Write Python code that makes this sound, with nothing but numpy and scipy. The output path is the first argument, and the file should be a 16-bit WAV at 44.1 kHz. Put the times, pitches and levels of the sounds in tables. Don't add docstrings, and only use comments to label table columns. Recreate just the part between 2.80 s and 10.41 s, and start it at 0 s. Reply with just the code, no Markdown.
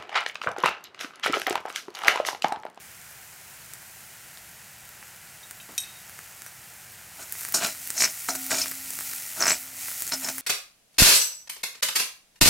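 import sys
import numpy as np
from scipy import signal
from scipy.fft import rfft, irfft, next_fast_len
from scipy.io import wavfile
from scipy.ndimage import uniform_filter1d, map_coordinates

SR = 44100
rng = np.random.default_rng(int(sys.argv[2]) if len(sys.argv) > 2 else 0)


def rack_gain(trim_db):
    fader = np.asarray(trim_db, float)
    return 10 ** (fader / 20)


def dump(signal):
    limited = np.clip(np.atleast_2d(signal).T, -1, 1)
    pcm = np.round(limited * 32767).astype(np.int16)
    wavfile.write(sys.argv[1], SR, pcm)


N = 335601


def unit(x):
    return x / np.sqrt(np.mean(x ** 2) + 1e-20)


def filtered(x, response):
    size = next_fast_len(len(x) + SR)
    f_hz = np.fft.rfftfreq(size, 1 / SR)
    return irfft(rfft(x, size) * response(f_hz), size)[:len(x)]


def coloured(x, spectrum):
    hz, db = np.transpose(spectrum)
    return unit(filtered(x, lambda f: rack_gain(np.interp(np.log(f + 1), np.log(hz), db))))


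def resonant(x, modes):
    def response(f):
        total = 0
        for k, (hz, width_hz, db) in enumerate(modes):
            bandpass = 1j * f * width_hz / (hz * hz - f * f + 1j * f * width_hz)
            total = total + (-1) ** k * rack_gain(db) * bandpass
        return total

    grid_hz = np.linspace(1, SR / 2, num=8192)
    white_gain = np.sqrt(np.mean(np.abs(response(grid_hz)) ** 2))
    return filtered(x, response) / white_gain


def envelope(rows, column):
    rows = np.array(rows)
    return rack_gain(np.interp(np.arange(N) / SR, rows[:, 0], rows[:, column], -200, -200))


def wobble(knots_per_s):
    knots = rng.standard_normal(int(N * knots_per_s / SR) + 4)
    return map_coordinates(knots, [np.arange(N) * knots_per_s / SR])


def grit(bursts_per_s, spread_db, life_s):
    hits = rng.random(N) < bursts_per_s / SR
    starts = hits * rack_gain(spread_db * np.minimum(rng.exponential(size=N), 4))
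    fade = np.exp(-np.arange(400) / (life_s * SR))
    bursts = unit(signal.fftconvolve(starts, fade)[:N] * rng.standard_normal(N))
    local_power = np.abs(uniform_filter1d(bursts ** 2, size=900))
    return bursts / np.sqrt(local_power + .1)


def ringing(modes, t, scatter_db):
    out = 0
    for hz, db, t60_s in modes:
        fade = rack_gain(db + scatter_db * rng.standard_normal() - 60 * t / t60_s)
        out = out + fade * np.sin(2 * np.pi * (hz * t + rng.random()))
    return (1 - np.exp(-t / .0004)) * out


def favoured(modes, centre_hz, slope_db_per_octave):
    return [(hz, width_hz, db - slope_db_per_octave * abs(np.log2(hz / centre_hz)))
            for hz, width_hz, db in modes]


def add(track, start_s, sound):
    part = track[round(start_s * SR):][:len(sound)]
    part += sound[:len(part)]


# f/Hz, relative density level/dB
STOVE_SPECTRUM = [(15, -40), (30, -9), (65, -2), (135, 0), (210, -5.5), (250, -13.5), (330, -12),
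                  (480, -12.5), (770, -5.5), (1180, -10), (1400, -3.5), (1900, -4.5), (2780, -7.5),
                  (3500, -13), (7600, -10.5), (15700, -20.5)]


def stove():
    level_db = -49.16 + 0.26 * wobble(3.56)
    return rack_gain(level_db) * coloured(rng.standard_normal(N), STOVE_SPECTRUM)


def kitchen(x):
    t = np.arange(SR // 3) / SR
    tail = rng.standard_normal(len(t)) * rack_gain(-60 * t / 0.1) * (t > .003)
    return signal.fftconvolve(x, tail / np.linalg.norm(tail))[:N]


# f/Hz, width/Hz, level/dB
SPOON_MODES = [(2590, 55, -4), (3090, 18, -8), (3760, 22, 1), (3840, 18, -1.5), (4050, 740, -17.5),
               (5360, 110, -10), (5850, 104, -3), (6900, 660, -15.5), (8200, 56, 0), (8650, 100, -4),
               (9400, 88, -1), (9900, 83, -4), (12500, 15, -12), (11740, 130, -2), (12300, 100, -5),
               (12800, 90, -3)]
# t/s, level/dB, rattle decay/s, favoured f/Hz, fall of other modes/(dB/octave)
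SPOON_CLINKS = [(2.63, -36.5, 0.0066, 3800, 20), (2.801, -28.5, 0.0081, 3080, 60),
                (2.9792, -6.5, 0.0054, 4960, 10.5), (3.002, -21.5, 0.027, 6000, 7),
                (3.035, -29.5, 0.068, 3380, 24), (3.663, -30, 0.014, 6860, 3)]
# t/s, level/dB, decay/s
COUNTER_THUMP = (2.89, -43.5, 0.03)


def spoon():
    out, t = np.zeros(N), np.arange(SR // 2) / SR
    for start_s, db, rattle_s, hz, slope_db in SPOON_CLINKS:
        strike = 1.23 * np.exp(-t / 0.00029)
        rattle = 0.21 * np.exp(-t / rattle_s)
        shake = (strike + rattle) * rng.standard_normal(len(t))
        add(out, start_s, rack_gain(db) * resonant(shake, favoured(SPOON_MODES, hz, slope_db)))
    start_s, db, decay_s = COUNTER_THUMP
    thump = np.exp(-t / decay_s) * rng.standard_normal(len(t))
    add(out, start_s, rack_gain(db) * resonant(thump, [(226, 120, 2), (1420, 1300, -10)]))
    return out


# f/Hz, level/dB, t60/s
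IRON_MODES = [(264, 0, 2.5), (743, -3, 1), (1437, -6, .9), (2234, -7, .6)]
# t/s, level/dB, overtone level/dB
IRON_BLOWS = [(4.744, -56.5, -8), (5.21, -63, -8), (5.487, -40.5, 1), (6.708, -54, 6.5), (7.32, -41.5, -10)]


def iron():
    out, t = np.zeros(N), np.arange(2 * SR) / SR
    for start_s, db, overtones_db in IRON_BLOWS:
        hum = ringing(IRON_MODES[:1], t, scatter_db=0)
        overtones = ringing(IRON_MODES[1:], t, scatter_db=1)
        add(out, start_s, rack_gain(db) * (hum + rack_gain(overtones_db) * overtones))
    return out


# first knock f/Hz, last knock f/Hz, favoured blade f/Hz
EDGE_PATHS = [(1210, 1800, 6700), (1190, 2740, 5950), (2070, 2370, 5560), (1190, 900, 5700),
              (1430, 3600, 5500), (900, 2730, 5600), (1730, 2100, 5400), (1300, 2100, 5800)]


def knock_hz(t_s):
    points = []
    for rows, (first_hz, last_hz, _) in zip(LADLE_STROKES, EDGE_PATHS):
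        points += [(rows[0][0], first_hz), (rows[-1][0], last_hz)]
    return np.interp(t_s, *np.transpose(points))


# t/s, pan grind level/dB, blade hiss level/dB
LADLE_STROKES = [
    [(4.37, -58, -54), (4.38, -59, -53), (4.394, -44, -49), (4.43, -46.5, -40), (4.45, -63, -58),
     (4.46, -49, -51)],
    [(4.735, -46, -57), (4.743, -28.5, -17.5), (4.801, -37, -36.5), (4.821, -28.5, -42),
     (4.847, -25.5, -29.5), (4.93, -48, -44.5)],
    [(5.14, -48, -48), (5.19, -42, -27), (5.218, -31, -19.5), (5.256, -37, -27), (5.272, -37, -40),
     (5.31, -45, -38.5)],
    [(5.48, -52, -40), (5.484, -35, -37), (5.488, -24, -20.5), (5.496, -36, -28.5), (5.54, -43.5, -50),
     (5.56, -38, -31)],
    [(5.695, -46, -42), (5.715, -26.5, -24), (5.737, -31, -30.5), (5.819, -35, -27), (5.849, -39, -42),
     (5.88, -38, -43)],
    [(6.56, -46, -41), (6.622, -31.5, -29.5), (6.652, -36, -38), (6.672, -30, -27), (6.706, -28.5, -27.5),
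     (6.79, -52, -45)],
    [(7.31, -56, -43), (7.322, -30, -33), (7.328, -34, -39), (7.338, -33, -31), (7.37, -51, -53)],
    [(7.42, -48, -42), (7.45, -35, -31.5), (7.466, -46, -42), (7.488, -30.5, -32), (7.522, -54, -47),
     (7.53, -47, -44)],
]
# f/Hz, width/Hz, level/dB
BLADE_MODES = [(4090, 100, -6), (4625, 56, -7), (5226, 19, -1.5), (5646, 130, -8), (5540, 82, -3),
               (6000, 13, -1.5), (6500, 43, -18), (6400, 45, -5.5), (6910, 150, -4.5), (7100, 64, -2.5),
               (7600, 200, -6.5), (7600, 20, -4.5), (7860, 10, -3), (8540, 27, -29.5), (8520, 130, -5),
               (9000, 150, -6.5), (10600, 130, -61), (10100, 440, -9), (11760, 460, -8), (11600, 120, -11),
               (12700, 110, -5), (13300, 54, -22), (13200, 99, -8), (15700, 160, -32)]
# f/Hz, width/Hz, level/dB
BOWL_MODES = [(225, 93, -4), (399, 94, -9), (642, 110, -1), (865, 180, -4.5), (1440, 87, 1),
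              (2020, 150, -15), (2286, 114, 6), (2830, 1640, 2), (3540, 180, -19), (4070, 4300, 5)]


def scrape():
    damped = [(hz, 1.8 * width_hz, db) for hz, width_hz, db in BLADE_MODES]
    coarse = grit(bursts_per_s=1500, spread_db=2.0, life_s=0.0012)
    fine = grit(bursts_per_s=2600, spread_db=-4.0, life_s=0.00025)
    grind = sum(envelope(rows, column=1) for rows in LADLE_STROKES) * coarse
    lean = rack_gain(11 * np.log2(knock_hz(np.arange(N) / SR) / 1750))
    low_modes = [m for m in BOWL_MODES if m[0] < 1650]
    high_modes = [m for m in BOWL_MODES if 1650 < m[0] < 3500]
    deep = resonant(grind / np.hypot(1, lean), low_modes)
    shallow = resonant(grind * lean / np.hypot(1, lean), high_modes)
    out = deep + shallow
    for rows, (_, _, blade_hz) in zip(LADLE_STROKES, EDGE_PATHS):
        start_s = rows[0][0]
        drag = (envelope(rows, column=2) * fine)[round(start_s * SR):][:SR // 2]
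        add(out, start_s, resonant(drag, favoured(damped, blade_hz, slope_db_per_octave=11)))
    return out


def slips():
    slips_per_s, scatter_db = 70, 4.5
    over_grind_db, over_hiss_db = 7.5, -3.5
    found = []
    for rows, (_, _, blade_hz) in zip(LADLE_STROKES, EDGE_PATHS):
        times_s, grind_db, hiss_db = np.transpose(rows)
        count = round(slips_per_s * np.ptp(times_s))
        t_s = rng.uniform(times_s[0], times_s[-1], count)
        size, ring, place = rng.standard_normal((count, 3)).T
        knock_db = np.interp(t_s, times_s, grind_db) + over_grind_db + scatter_db * size
        ring_db = np.interp(t_s, times_s, hiss_db) + over_hiss_db + scatter_db * ring
        found += zip(t_s, knock_db, ring_db, blade_hz * np.exp(0.17 * place))
    return found


# t/s, knock level/dB, blade level/dB, favoured blade f/Hz
HARD_CONTACTS = [(4.7431, -13.5, -20, 6000), (4.7551, -21, -35, 6500), (4.822, -17, -32, 6750),
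                 (4.8365, -16, -24, 6900), (4.8486, -13, -16, 4200), (5.1785, -18, -19, 5800),
                 (5.2053, -9.5, -16, 5900), (5.2211, -4.5, -15, 6900), (5.2381, -5.5, -19, 5300),
                 (5.243, -9, -16, 5360), (5.252, -8, -19.5, 5400), (5.2592, -13, -26.5, 6200),
                 (5.2762, -19, -37, 6400), (5.488, -9.5, -20, 5600), (5.5048, -27, -27.5, 5800),
                 (5.7087, -12, -16, 9000), (5.717, -11, -24.5, 7100), (5.7457, -14, -23, 5300),
                 (5.7855, -17, -19, 5200), (5.816, -18, -21, 5250), (6.6051, -16, -19.5, 6640),
                 (6.6138, -11, -22, 6800), (6.6238, -7, -10.5, 4830), (6.6374, -8.5, -20, 5560),
                 (6.6457, -16, -24, 6000), (6.656, -9, -18, 5200), (6.668, -5.5, -15, 7560),
                 (6.6799, -8, -13, 6350), (6.6962, -13, -14.5, 7100), (6.7059, -5.5, -10.5, 4580),
                 (6.7176, -8, -14.5, 7600), (6.7302, -14, -24, 7600), (6.7438, -18, -30, 7700),
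                 (7.321, -15, -11, 3950), (7.3339, -20, -20.5, 5600), (7.346, -34, -26, 5500),
                 (7.4453, -23, -26, 6400), (7.4735, -24, -27.5, 6100), (7.4866, -15.5, -22, 6000)]
# t/s, f/Hz, level/dB, t60/s
BLADE_SPRING = (4.849, 4010, -33, 0.46)


def contacts():
    knocks, blade, t = np.zeros(N), np.zeros(N), np.arange(SR // 10) / SR
    knock_t = t[:200]
    push = knock_t / .0002 * np.exp(1 - knock_t / .0002)
    for start_s, db, blade_db, blade_hz in HARD_CONTACTS + slips():
        add(knocks, start_s, rack_gain(db) * push * np.cos(2 * np.pi * knock_hz(start_s) * knock_t))
        near_modes = favoured(BLADE_MODES, blade_hz, slope_db_per_octave=30)
        modes = [(hz, level_db, 2.2 / (width_hz + 35)) for hz, width_hz, level_db in near_modes]
        add(blade, start_s, rack_gain(blade_db) * ringing(modes, t, scatter_db=4.0))
    add(blade, BLADE_SPRING[0], ringing([BLADE_SPRING[1:]], t, scatter_db=2))
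    tick = filtered(knocks, lambda f: 1j * f / (350 + 1j * f))
    return tick + 0.24 * resonant(knocks, BOWL_MODES) + blade


def small_pops():
    count, usual_hz = 36, 9500
    click_over_sizzle_db, dull_over_sizzle_db = 9, 4
    t_s = rng.uniform(0, N / SR, count)
    size, dull, pitch = rng.standard_normal((count, 3)).T
    sizzle_db = np.interp(t_s, *np.transpose(SIZZLE_LEVEL))
    hz = np.minimum(usual_hz * np.exp(.22 * pitch), 15000)
    click_db = sizzle_db + click_over_sizzle_db + 3 * size
    dull_db = sizzle_db + dull_over_sizzle_db + 5 * dull
    return list(zip(t_s, click_db, hz, dull_db))


# t/s, click and splash level/dB, centre f/Hz, dull click level/dB
OIL_POPS = [(0.9362, -24.5, 7940, -34), (1.5735, -35, 3800, -40), (2.091, -33, 12900, -51),
            (2.2271, -47, 7400, -28.5), (2.7105, -25.5, 9100, -30), (3.2957, -34, 10200, -33),
            (3.3903, -33, 9000, -25.5), (3.62, -26.5, 8000, -35), (3.6638, -33, 9600, -28),
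            (4.524, -13, 13300, -41), (4.5522, -39, 6800, -26.5), (4.6097, -20, 13800, -46),
            (4.6327, -25, 9900, -32), (4.6505, -20, 9200, -21), (4.6872, -19, 14500, -28),
            (4.7234, -17, 12700, -35), (4.8702, -16, 12800, -32), (4.8872, -31, 9400, -21),
            (5.0744, -21, 10500, -38), (5.104, -14, 7800, -30), (5.554, -18, 10900, -39),
            (5.6654, -17, 12900, -37), (5.8587, -24, 9100, -19.5), (5.882, -19.5, 7800, -42),
            (5.9133, -18.5, 13400, -35), (5.9188, -27.5, 5170, -23.5), (6.1053, -19.5, 8200, -42),
            (6.135, -22, 10500, -46), (6.315, -29, 12300, -29), (6.3347, -21, 11600, -26),
            (7.084, -23, 13700, -22.5), (7.206, -20, 13200, -41), (7.2216, -15, 8700, -41),
            (7.235, -27, 7800, -48), (7.2676, -21, 7700, -36), (7.2775, -22, 6740, -36),
            (7.2926, -23, 8200, -40), (7.5822, -17, 10300, -22.5)]


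def pops():
    out, t = np.zeros(N), np.arange(1200) / SR
    for start_s, db, hz, dull_db in OIL_POPS + small_pops():
        click = 2.76 * np.exp(-t * hz / 1.3) * np.sin(2 * np.pi * hz * t)
        bright_noise = np.diff(rng.standard_normal(len(t) + 1))
        splash = bright_noise * 0.38 * np.exp(-t / 0.0018)
        late_t = t - .0006
        dull = np.exp(-(late_t / 0.00029) ** 2) * np.cos(2 * np.pi * 1700 * late_t)
        add(out, start_s, rack_gain(db) * (click + splash) + rack_gain(dull_db) * dull)
    return out


# t/s, level/dB
SIZZLE_LEVEL = [(0, -48.5), (1.3, -47.5), (2, -49.5), (3.4, -47), (4.3, -47.5), (4.5, -41.5), (4.6, -34.5),
                (4.71, -39), (4.82, -35.5), (4.98, -39), (5.05, -36.5), (5.47, -35), (5.8, -33),
                (6.0, -36.5), (6.3, -32), (6.45, -35), (6.75, -35), (6.93, -40.5), (7.02, -32),
                (7.33, -34.5), (7.45, -34), (7.61, -36)]
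# f/Hz, relative density level/dB
BUBBLE_SPECTRUM = [(180, -60), (300, -27), (348, -36), (771, -6.5), (1020, -20), (1400, -1.5), (1620, -17),
                   (1850, 1), (3370, -6.5), (7090, 2.5), (13100, 2), (15700, 1.5)]


def sizzle():
    crackle = grit(bursts_per_s=500, spread_db=2.0, life_s=0.00051)
    bubbles = rng.standard_normal(N) + 0.7 * crackle
    flutter = rack_gain(0.4 * wobble(25))
    return envelope(SIZZLE_LEVEL, column=1) * flutter * coloured(bubbles, BUBBLE_SPECTRUM)


def scene():
    pan = pops() + contacts() + iron() + scrape()
    pan = filtered(pan, lambda f: 1 - .45 * 1j * f * 900 / (3250 ** 2 - f * f + 1j * f * 900))
    near = pan + spoon()
    mono = near + rack_gain(-9.5) * kitchen(near) + sizzle() + stove()
    return np.array([mono, mono])


def top_cut(x):
    return signal.sosfilt(signal.butter(12, 16810, fs=SR, output="sos"), x)


def record(dry):
    def band(f):
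        bass_cut = (1j * f / 40) ** 2 / (1 + 1j * f / 40) ** 2
        return bass_cut / (1 + (f / 15900) ** 80)

    mono = filtered(dry[0], band)
    return top_cut(np.array([mono, mono]))


dry = scene()
out = record(dry)
dump(out)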